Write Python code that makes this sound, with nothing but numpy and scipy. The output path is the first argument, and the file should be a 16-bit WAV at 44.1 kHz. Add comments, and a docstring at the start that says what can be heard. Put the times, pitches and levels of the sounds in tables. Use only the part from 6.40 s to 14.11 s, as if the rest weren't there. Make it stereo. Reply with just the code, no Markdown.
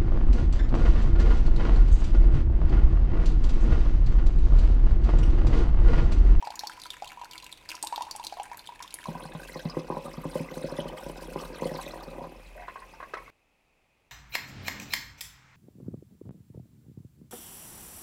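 """Drops plink into a ceramic bowl and wet cloth squelches, close by, as nut milk is wrung from a bag.
Then the milk is poured through a steel funnel into a glass bottle: trapped air gulps and small
bubbles fizz over a low rumble. The stream thins to a few last drops and stops abruptly,
leaving the microphone in a quiet kitchen with insects far outside."""
import sys
import numpy as np
from scipy import signal
from scipy.io import wavfile

SR = 44100
rng = np.random.default_rng(int(sys.argv[2]) if len(sys.argv) > 2 else 0)


def generate_wav(signal):
    """Clip the signal to [-1, 1] and save it as 16-bit WAV at the path in sys.argv[1]."""
    frames = np.transpose(np.atleast_2d(signal))
    scaled = np.clip(frames, -1, 1) * 32767
    pcm = np.round(scaled).astype(np.int16)
    wavfile.write(sys.argv[1], SR, pcm)


N = 340011
TIME = np.arange(N) / SR
POUR_START_S, POUR_END_S = 2.66, 6.903
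CUTOFF_HZ, SQUISH_HZ = 16000, 3670

# Big gulps of air dragged under in the funnel. Each row: start in seconds, level in dB,
# pitch of the air pocket in Hz, extra ring of the bare steel in dB.
GULPS = [(2.684, -26, 187, 12.5), (2.751, -31.5, 223, 17.5), (2.853, -35.5, 164, 19),
         (2.949, -30, 160, 15.5), (3.157, -25.5, 523, 3.5), (3.253, -22.5, 163, 4), (3.368, -19.5, 335, 0),
         (3.5, -24, 370, 12), (3.522, -39, 1000, 16), (3.568, -23.5, 534, 6.5), (3.652, -29, 497, -3),
         (3.778, -29.5, 169, -3), (3.852, -21.5, 290, 3.5), (3.954, -18, 561, -2.5), (4.003, -22, 222, 1),
         (4.117, -28.5, 507, -5), (4.169, -24, 500, -5), (4.241, -19, 536, -23), (4.321, -24, 513, -19),
         (4.386, -20, 567, -3), (4.455, -24, 537, -7), (4.662, -25.5, 544, -4), (4.696, -31, 375, 8),
         (4.883, -29.5, 527, -14), (4.958, -24.5, 370, 9.5), (5.22, -21.5, 422, 4),
         (5.255, -20.5, 457, -10), (5.314, -22, 510, -4), (5.346, -26.5, 482, 2), (5.677, -29.5, 527, -14),
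         (5.838, -33, 530, 6.5)]
# The course of the pour. Each row: time in seconds, churning level in dB, fizz level in dB.
POUR_LEVELS = [(2.66, -48.5, -57.5), (3.13, -54.5, -52.5), (3.5, -45.5, -63.5), (3.95, -50.5, -53.5),
               (4.4, -45.5, -53.5), (4.75, -49.5, -56.5), (5.1, -46, -53), (5.53, -46, -52),
               (5.66, -51, -60), (5.82, -42.5, -65), (6.05, -63, -65.5), (6.9, -63.5, -69.5)]
# Steady hollow resonances ringing under the pour and last drops.
# Each row: pitch in Hz, level in dB, time to fall 60 dB in seconds.
HOLLOW_MODES = [(242.2, -0.5, 0.35), (333, -0.5, 0.12), (469, -13, 0.17), (530.6, -11.5, 0.15)]


def from_db(db):
    """Decibels to gain."""
    return 10 ** (np.asarray(db) / 20)


def unit_rms(x):
    """Scale to unit power."""
    return x / np.sqrt(np.mean(x ** 2) + 1e-20)


def gains(rows):
    """One gain curve over time for each dB column of a table."""
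    times, *columns = np.transpose(rows)
    return [from_db(np.interp(TIME, times, db)) for db in columns]


def db_at(spectrum, hz):
    """Read a spectrum on a log-frequency axis."""
    known_hz, db = np.transpose(spectrum)
    return np.interp(np.log(hz), np.log(known_hz), db)


def band(x, edges_hz, kind="band"):
    """Gentle Butterworth filter."""
    sos = signal.butter(2, np.minimum(edges_hz, .45 * SR), kind, fs=SR, output="sos")
    return signal.sosfilt(sos, x + 1e-18)


def add(out, start_s, sound):
    """Mix a short sound in at a given time."""
    i = max(round(start_s * SR), 0)
    out[i:i + len(sound)] += sound[:N - i]


def ping(hz, t60, rise_s, glide=0, samples=SR // 10):
    """A damped sine that swells briefly; its pitch climbs by `glide` times `hz` each second."""
    t = TIME[:samples]
    tone = np.sin(2 * np.pi * hz * t * (1 + glide * t / 2))
    return tone * from_db(-60 * t / t60) * (1 - np.exp(-t / rise_s))


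def background():
    """Room tone and a thin band of far insects, both louder until the pour ends; a drone under the pour."""
    # Room tone. Each row: frequency in Hz, relative level in dB.
    spectrum = [(25, 0), (160, -11.5), (820, -12), (1700, -23.5), (2550, -10), (3100, -24), (16000, -37)]
    tone, edges = 0, np.geomspace(20, CUTOFF_HZ, 20)
    for low, high in zip(edges, edges[1:]):
        mid, side = band(rng.standard_normal((2, N)), [low, high])
        stereo = mid + from_db(-1.5) * side * [[1], [-1]]
        tone = tone + from_db(db_at(spectrum, np.sqrt(low * high))) * stereo
    insects = unit_rms(band(rng.standard_normal((2, N)), [2440, 2620]))
    stages = [TIME < POUR_START_S, TIME < POUR_END_S]
    tone_db = np.select(stages, [-57, -55], -68)
    insects_db = np.select(stages, [-64, -61], -77)
    # Low rumble. Each row: time in seconds, level in dB.
    rumble_levels = [(2.66, -53.5), (5.1, -49.5), (6.25, -51), (6.35, -60)]
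    waver = 0.48 * unit_rms(band(rng.standard_normal(N), [34, 52]))
    drone = np.sin(2 * np.pi * 42 * TIME) + waver
    rumble = gains(rumble_levels)[0] * drone * (TIME > POUR_START_S) * (TIME < POUR_END_S)
    return from_db(tone_db) * unit_rms(tone) + from_db(insects_db) * insects + rumble


def kitchen(x, scatter_db, room_db, room_t60, wide_hz):
    """The microphone hears direct sound, near echoes, treble scattered by curved walls and a room tail."""
    # Echoes off the vessel's wall and the worktop. Each row: delay in seconds, level in dB.
    echoes = [(.0083, -12), (0.0144, -16)]
    t = TIME[:SR // 2]
    mid, side = rng.standard_normal((2, len(t))) * from_db(-60 * t / room_t60) * (t > echoes[0][0] / 2)
    width = band(side, wide_hz, "high") * [[1], [-1]]   # the bass stays centred
    tail = from_db(room_db) * (mid + width) / np.linalg.norm(mid)
    burst = rng.standard_normal((2, len(t))) * from_db(-60 * t / 0.021) * (t > .0015)
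    scatter = from_db(scatter_db) * band(burst, wide_hz, "high") / np.linalg.norm(burst[0])
    near = np.zeros(len(t))
    near[0] = 1
    for delay_s, db in echoes:
        near[round(delay_s * SR)] += from_db(db)
    return signal.fftconvolve(np.atleast_2d(x), tail + scatter + near, axes=1)[:, :N]


def hollow(x, modes):
    """Steady resonances ring on after a sound and give it a hollow colour."""
    response = 0
    for hz, db, t60 in modes:
        ring = ping(hz, t60, rise_s=1 / hz, samples=SR // 4)
        response = response + from_db(db) * ring / np.abs(ring).sum()
    return x + signal.fftconvolve(x, response)[:N]


def splash(low_hz, high_hz, t60):
    """The brief spatter of a tearing film of liquid."""
    t = TIME[:SR // 10]
    noise = unit_rms(band(rng.standard_normal(len(t)), [low_hz, high_hz]))
    return noise * from_db(-60 * t / t60) * (1 - np.exp(-20 * t / t60))


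def snap(hz):
    """A film of milk tears in the weave: a smack and squeak at its pitch, a broad crack, a faint thud."""
    smack = from_db(-3) * splash(hz / 1.2, hz * 1.2, t60=0.01)
    squeak = ping(hz, t60=.008, rise_s=.0002, glide=20)
    crack_db = -1.5 + 6 * min(np.log2(hz / SQUISH_HZ), 0)   # low snaps crack more softly
    crack = from_db(crack_db) * splash(3000, 11500, t60=0.0044)
    thud = from_db(-14.5) * splash(280, 1500, t60=0.0084)
    return smack + squeak + crack + thud


def cloth(run_gap_s=.011, run_fall=0.83, clicks_per_s=190, low_hz=1050, high_hz=4690):
    """Air and milk squeeze through the weave over the bowl: snaps, falling runs of them, wet crackle."""
    # The loudest bursts of air. Each row: start in seconds, level in dB, pitch in Hz.
    squelches = [(0.156, -29, 6650), (0.193, -22, 4180), (0.271, -24.5, 4450), (0.297, -27.5, 1440),
                 (0.504, -25, 3530), (0.645, -32, 2710), (0.979, -30, 4040), (1.043, -32.5, 3750),
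                 (1.065, -28.5, 2670), (1.126, -29.5, 3740), (1.316, -34, 1990), (1.352, -30.5, 5370),
                 (1.427, -20, 8070), (1.447, -30, 8600), (1.471, -22.5, 3760), (1.56, -26, 3640),
                 (1.622, -25.5, 3610), (1.711, -23.5, 4480), (1.762, -28.5, 8500), (1.839, -30, 3680),
                 (1.848, -27, 4330), (1.868, -24, 4020), (2.032, -32.5, 8430), (2.172, -33.5, 11600),
                 (2.425, -33, 5540), (2.541, -24, 10330)]
    # Folds of cloth collapsing. Each row: start in seconds, level in dB.
    folds = [(0.669, -36.5), (0.905, -34.5), (1.281, -30)]
    # Uneven wringing. Each row: time in seconds, crackle level in dB.
    squeezes = [(0.0, -54), (0.3, -48), (0.78, -55), (0.95, -53), (1.2, -53), (1.5, -55), (2.66, -51)]
    snaps, crackle = np.zeros((2, N))
    for start, db, hz in squelches:
        add(snaps, start, from_db(db) * snap(hz))
    for start, db in folds:
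        for k, (late, size, detune) in enumerate(rng.random((6, 3))):
            hz = SQUISH_HZ * run_fall ** k * 2 ** (detune - .5)
            add(snaps, start + run_gap_s * (k + late), from_db(db) * (.5 + size) * snap(hz))
    for when, size, pitch in rng.random((int(clicks_per_s * POUR_START_S), 3)):
        hz = low_hz * (high_hz / low_hz) ** pitch
        add(crackle, when * POUR_START_S, from_db(20 * size ** 3) * snap(hz))
    # Air resonances of the bowl. Each row: pitch in Hz, level in dB, time to fall 60 dB in seconds.
    bowl_modes = [(318.5, 22.5, 0.22), (1010, 16.5, 0.043)]
    return hollow(snaps + gains(squeezes)[0] * crackle, bowl_modes) * (TIME < POUR_START_S)


def plink(hz):
    """A drop hits with a wet tick and traps a bubble that rings briefly and rises in pitch."""
    damping, climb = .5 + rng.random(2)
    bubble = ping(hz, t60=0.046 * np.sqrt(damping), rise_s=0.00075, glide=11 * climb)
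    return bubble + from_db(-13) * splash(1300, 5100, t60=0.012)


def drips():
    """Drops fall into the bowl; each flings a small droplet that lands a moment later."""
    # Each row: start in seconds, level in dB, bubble pitch in Hz.
    drops = [(0.025, -25.5, 890), (0.072, -21, 788), (0.103, -34, 750), (0.235, -24.5, 805),
             (0.622, -23.5, 740), (0.773, -33.5, 920), (0.814, -29, 902), (1.438, -23.5, 852),
             (1.525, -20, 860), (1.578, -19.5, 832), (1.608, -22, 868), (1.668, -32, 854),
             (1.751, -28.5, 830), (1.797, -27.5, 880), (1.924, -24.5, 744), (1.97, -34, 684),
             (1.998, -21.5, 779), (2.115, -27.5, 862), (2.29, -29, 900), (2.403, -31.5, 937),
             (2.656, -25.5, 980)]
    out = np.zeros(N)
    for start, db, hz in drops:
        add(out, start, from_db(db) * plink(hz))
    for start, _, _ in drops:
        late, size = rng.random(2)
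        droplet = from_db(-35) * (.5 + size) * plink(hz=1000 - 200 * size)
        add(out, start + .03 * (.5 + late), droplet)
    return out


def bubbles(spectrum, per_s, cycles, spread_db):
    """A steady cloud of random bubbles, each with its own size, damping and pitch."""
    out = np.zeros(N)
    low, high = spectrum[0][0], min(spectrum[-1][0], CUTOFF_HZ)
    for when, pitch, size, ring in rng.random((int(per_s * N / SR), 4)):
        hz = low * (high / low) ** pitch
        t60 = cycles * (.5 + ring) / hz
        height = hz * from_db(db_at(spectrum, hz) + spread_db * size ** 2)   # brief bubbles peak higher
        add(out, when * N / SR, height * ping(hz, t60, rise_s=1 / hz, samples=int(t60 * SR)))
    return unit_rms(out)


def swarm(hz, length_s, octaves, scatter, count, cycles=13.2):
    """A quick run of bubbles whose pitch sweeps by `octaves` as the air pocket changes size."""
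    out = np.zeros(SR // 2)
    for k, (late, detune) in enumerate(rng.random((count, 2))):
        progress = (k + late) / count
        pitch = hz * 2 ** (octaves * progress + scatter * (detune - .5))
        add(out, progress * length_s, ping(pitch, t60=cycles / pitch, rise_s=1 / pitch))
    return out


def last_drops(patter_hz=1740):
    """The funnel drains with a rising gurgle and a dribble; drops plop into the bottle amid bubbles."""
    # Each row: start in seconds, level in dB, bubble pitch in Hz.
    drops = [(6.281, -31, 1030), (6.357, -32.5, 1060), (6.419, -36, 1020), (6.536, -39, 868),
             (6.601, -33, 1048), (6.627, -32, 1090), (6.736, -25.5, 1275), (6.769, -32.5, 1066),
             (6.774, -41, 2180), (6.861, -44, 2194), (6.878, -40.5, 1098)]
    out = np.zeros(N)
    add(out, 6.155, from_db(-34) * swarm(536, length_s=0.09, octaves=0.75, scatter=0.32, count=16))
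    add(out, 6.17, from_db(-37.5) * swarm(patter_hz, length_s=0.14, octaves=0.32, scatter=0.57, count=16))
    for start, db, hz in drops:
        add(out, start, from_db(db) * ping(hz, t60=0.075, rise_s=0.0012, glide=1.86))
        patter = swarm(patter_hz, length_s=0.02, octaves=0, scatter=0.97, count=10)
        add(out, start, from_db(db - 9) * patter)
        splash_db = 29 + 2.044 * db   # only heavy drops splash much
        add(out, start, from_db(splash_db) * splash(416, 1290, t60=0.038))
    return hollow(out, HOLLOW_MODES)


def spray(per_s, decay_s):
    """Tiny films burst in bright puffs, spread wide between left and right."""
    onsets = 1. * (rng.random(N) < per_s / SR)
    puffs = signal.lfilter([1], [1, -np.exp(-1 / (decay_s * SR))], onsets)
    return unit_rms(band(rng.standard_normal((2, N)) * puffs, [2500, 13000]))


def fizz():
    """Small bubbles burst on the froth in bunches, with lulls between."""
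    # Each row: bubble pitch in Hz, relative level in dB.
    spectrum = [(1300, 7), (2400, 3.5), (5000, 1.5), (6800, -10.5), (11000, -6.5), (15500, -21.5)]
    froth = from_db(-3) * bubbles(spectrum, per_s=1200, cycles=29, spread_db=24)
    mist = from_db(-12) * spray(per_s=60, decay_s=0.012)
    bunching_db = 3.5 * unit_rms(band(rng.standard_normal(N), 29, "low")).clip(-2, 2)
    return from_db(bunching_db) * (froth + mist)


def thump(pocket_hz, steel_db, steel_hz=700, db_per_octave=5.5):
    """An air pocket rings the funnel's pool, most near its own pitch; bare steel lifts the upper modes."""
    # The funnel and its pool. Each row: pitch in Hz, level in dB, time to fall 60 dB in seconds.
    modes = [(164.2, 0.5, 0.092), (258.4, -6.5, 0.13), (369, 0, 0.029), (535, 3, 0.063), (822, -3, 0.03),
             (1025, -3.5, 0.039)]
    out = 0
    for k, (hz, db, t60) in enumerate(modes):
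        level_db = db - db_per_octave * abs(np.log2(hz / pocket_hz)) + steel_db * (hz > steel_hz)
        ring = ping(hz * rng.normal(1, 0.025), t60, rise_s=0.0021, samples=SR // 4)
        out = out + from_db(level_db) * ring * (-1) ** k
    return out


def gulps(churn_gain, small_gap_s=.034):
    """The stream drags air under in pulses: big ringing gulps over a quick uneven run of small ones."""
    big, small = np.zeros((2, N))
    for start, db, pocket_hz, steel_db in GULPS:
        pocket = from_db(-8.5) * ping(pocket_hz, t60=0.078, rise_s=0.00072, glide=6, samples=SR // 4)
        add(big, start, from_db(db) * (thump(pocket_hz, steel_db) + pocket))
    starts = np.arange(POUR_START_S, POUR_END_S, small_gap_s)
    for start, (late, size, pitch) in zip(starts, rng.random((len(starts), 3))):
        gulp = from_db(7.5 + 7 * size) * thump(pocket_hz=347 * 2 ** pitch, steel_db=0)
        add(small, start + small_gap_s * late, gulp)
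    return band(big + small * churn_gain, 102, "high")


def pour():
    """Large bubbles churn and gulp in the funnel; small ones fizz, pop and spurt after each big gulp."""
    # Churning. Each row: bubble pitch in Hz, relative level in dB.
    churn_spectrum = [(140, -12.5), (330, -4), (540, -4.5), (1050, -3.5), (1500, -20.5)]
    # Single bubbles bursting on the froth. Each row: start in seconds, level in dB, pitch in Hz.
    pops = [(3.299, -30, 4980), (4.402, -28.5, 3130), (5.34, -39, 5440)]
    churn_gain, fizz_gain = gains(POUR_LEVELS)
    churn = churn_gain * bubbles(churn_spectrum, per_s=400, cycles=15, spread_db=13)
    out = hollow(gulps(churn_gain) + churn, HOLLOW_MODES)
    for start, db, hz in pops:
        add(out, start, from_db(db) * ping(hz, t60=0.012, rise_s=0.00013))
    for start, db, _, _ in GULPS:
        spurt = swarm(2230, length_s=0.04, octaves=0.94, scatter=1.6, count=14)
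        add(out, start, from_db(db - 23) * spurt)
    return (out + fizz_gain * fizz()) * (TIME > POUR_START_S)


def scene():
    """Close up on the worktop: the bowl first, then the funnel, whose sound ends all at once."""
    bowl = kitchen(drips() + cloth(), scatter_db=-0.5, room_db=-10.5, room_t60=0.58, wide_hz=2330)
    funnel = kitchen(last_drops() + pour(), scatter_db=5.5, room_db=-9, room_t60=0.29, wide_hz=1940)
    return bowl + funnel * (TIME < POUR_END_S) + background()


def record(dry):
    """A stereo microphone, a little louder and brighter on the left; the top is cut."""
    coloured = dry * from_db([[.2], [-.2]]) + band(dry, 1800, "high") * [[.1], [-.1]]
    return signal.sosfilt(signal.ellip(10, .1, 70, CUTOFF_HZ, fs=SR, output="sos"), coloured)


dry = scene()
out = record(dry)
generate_wav(out)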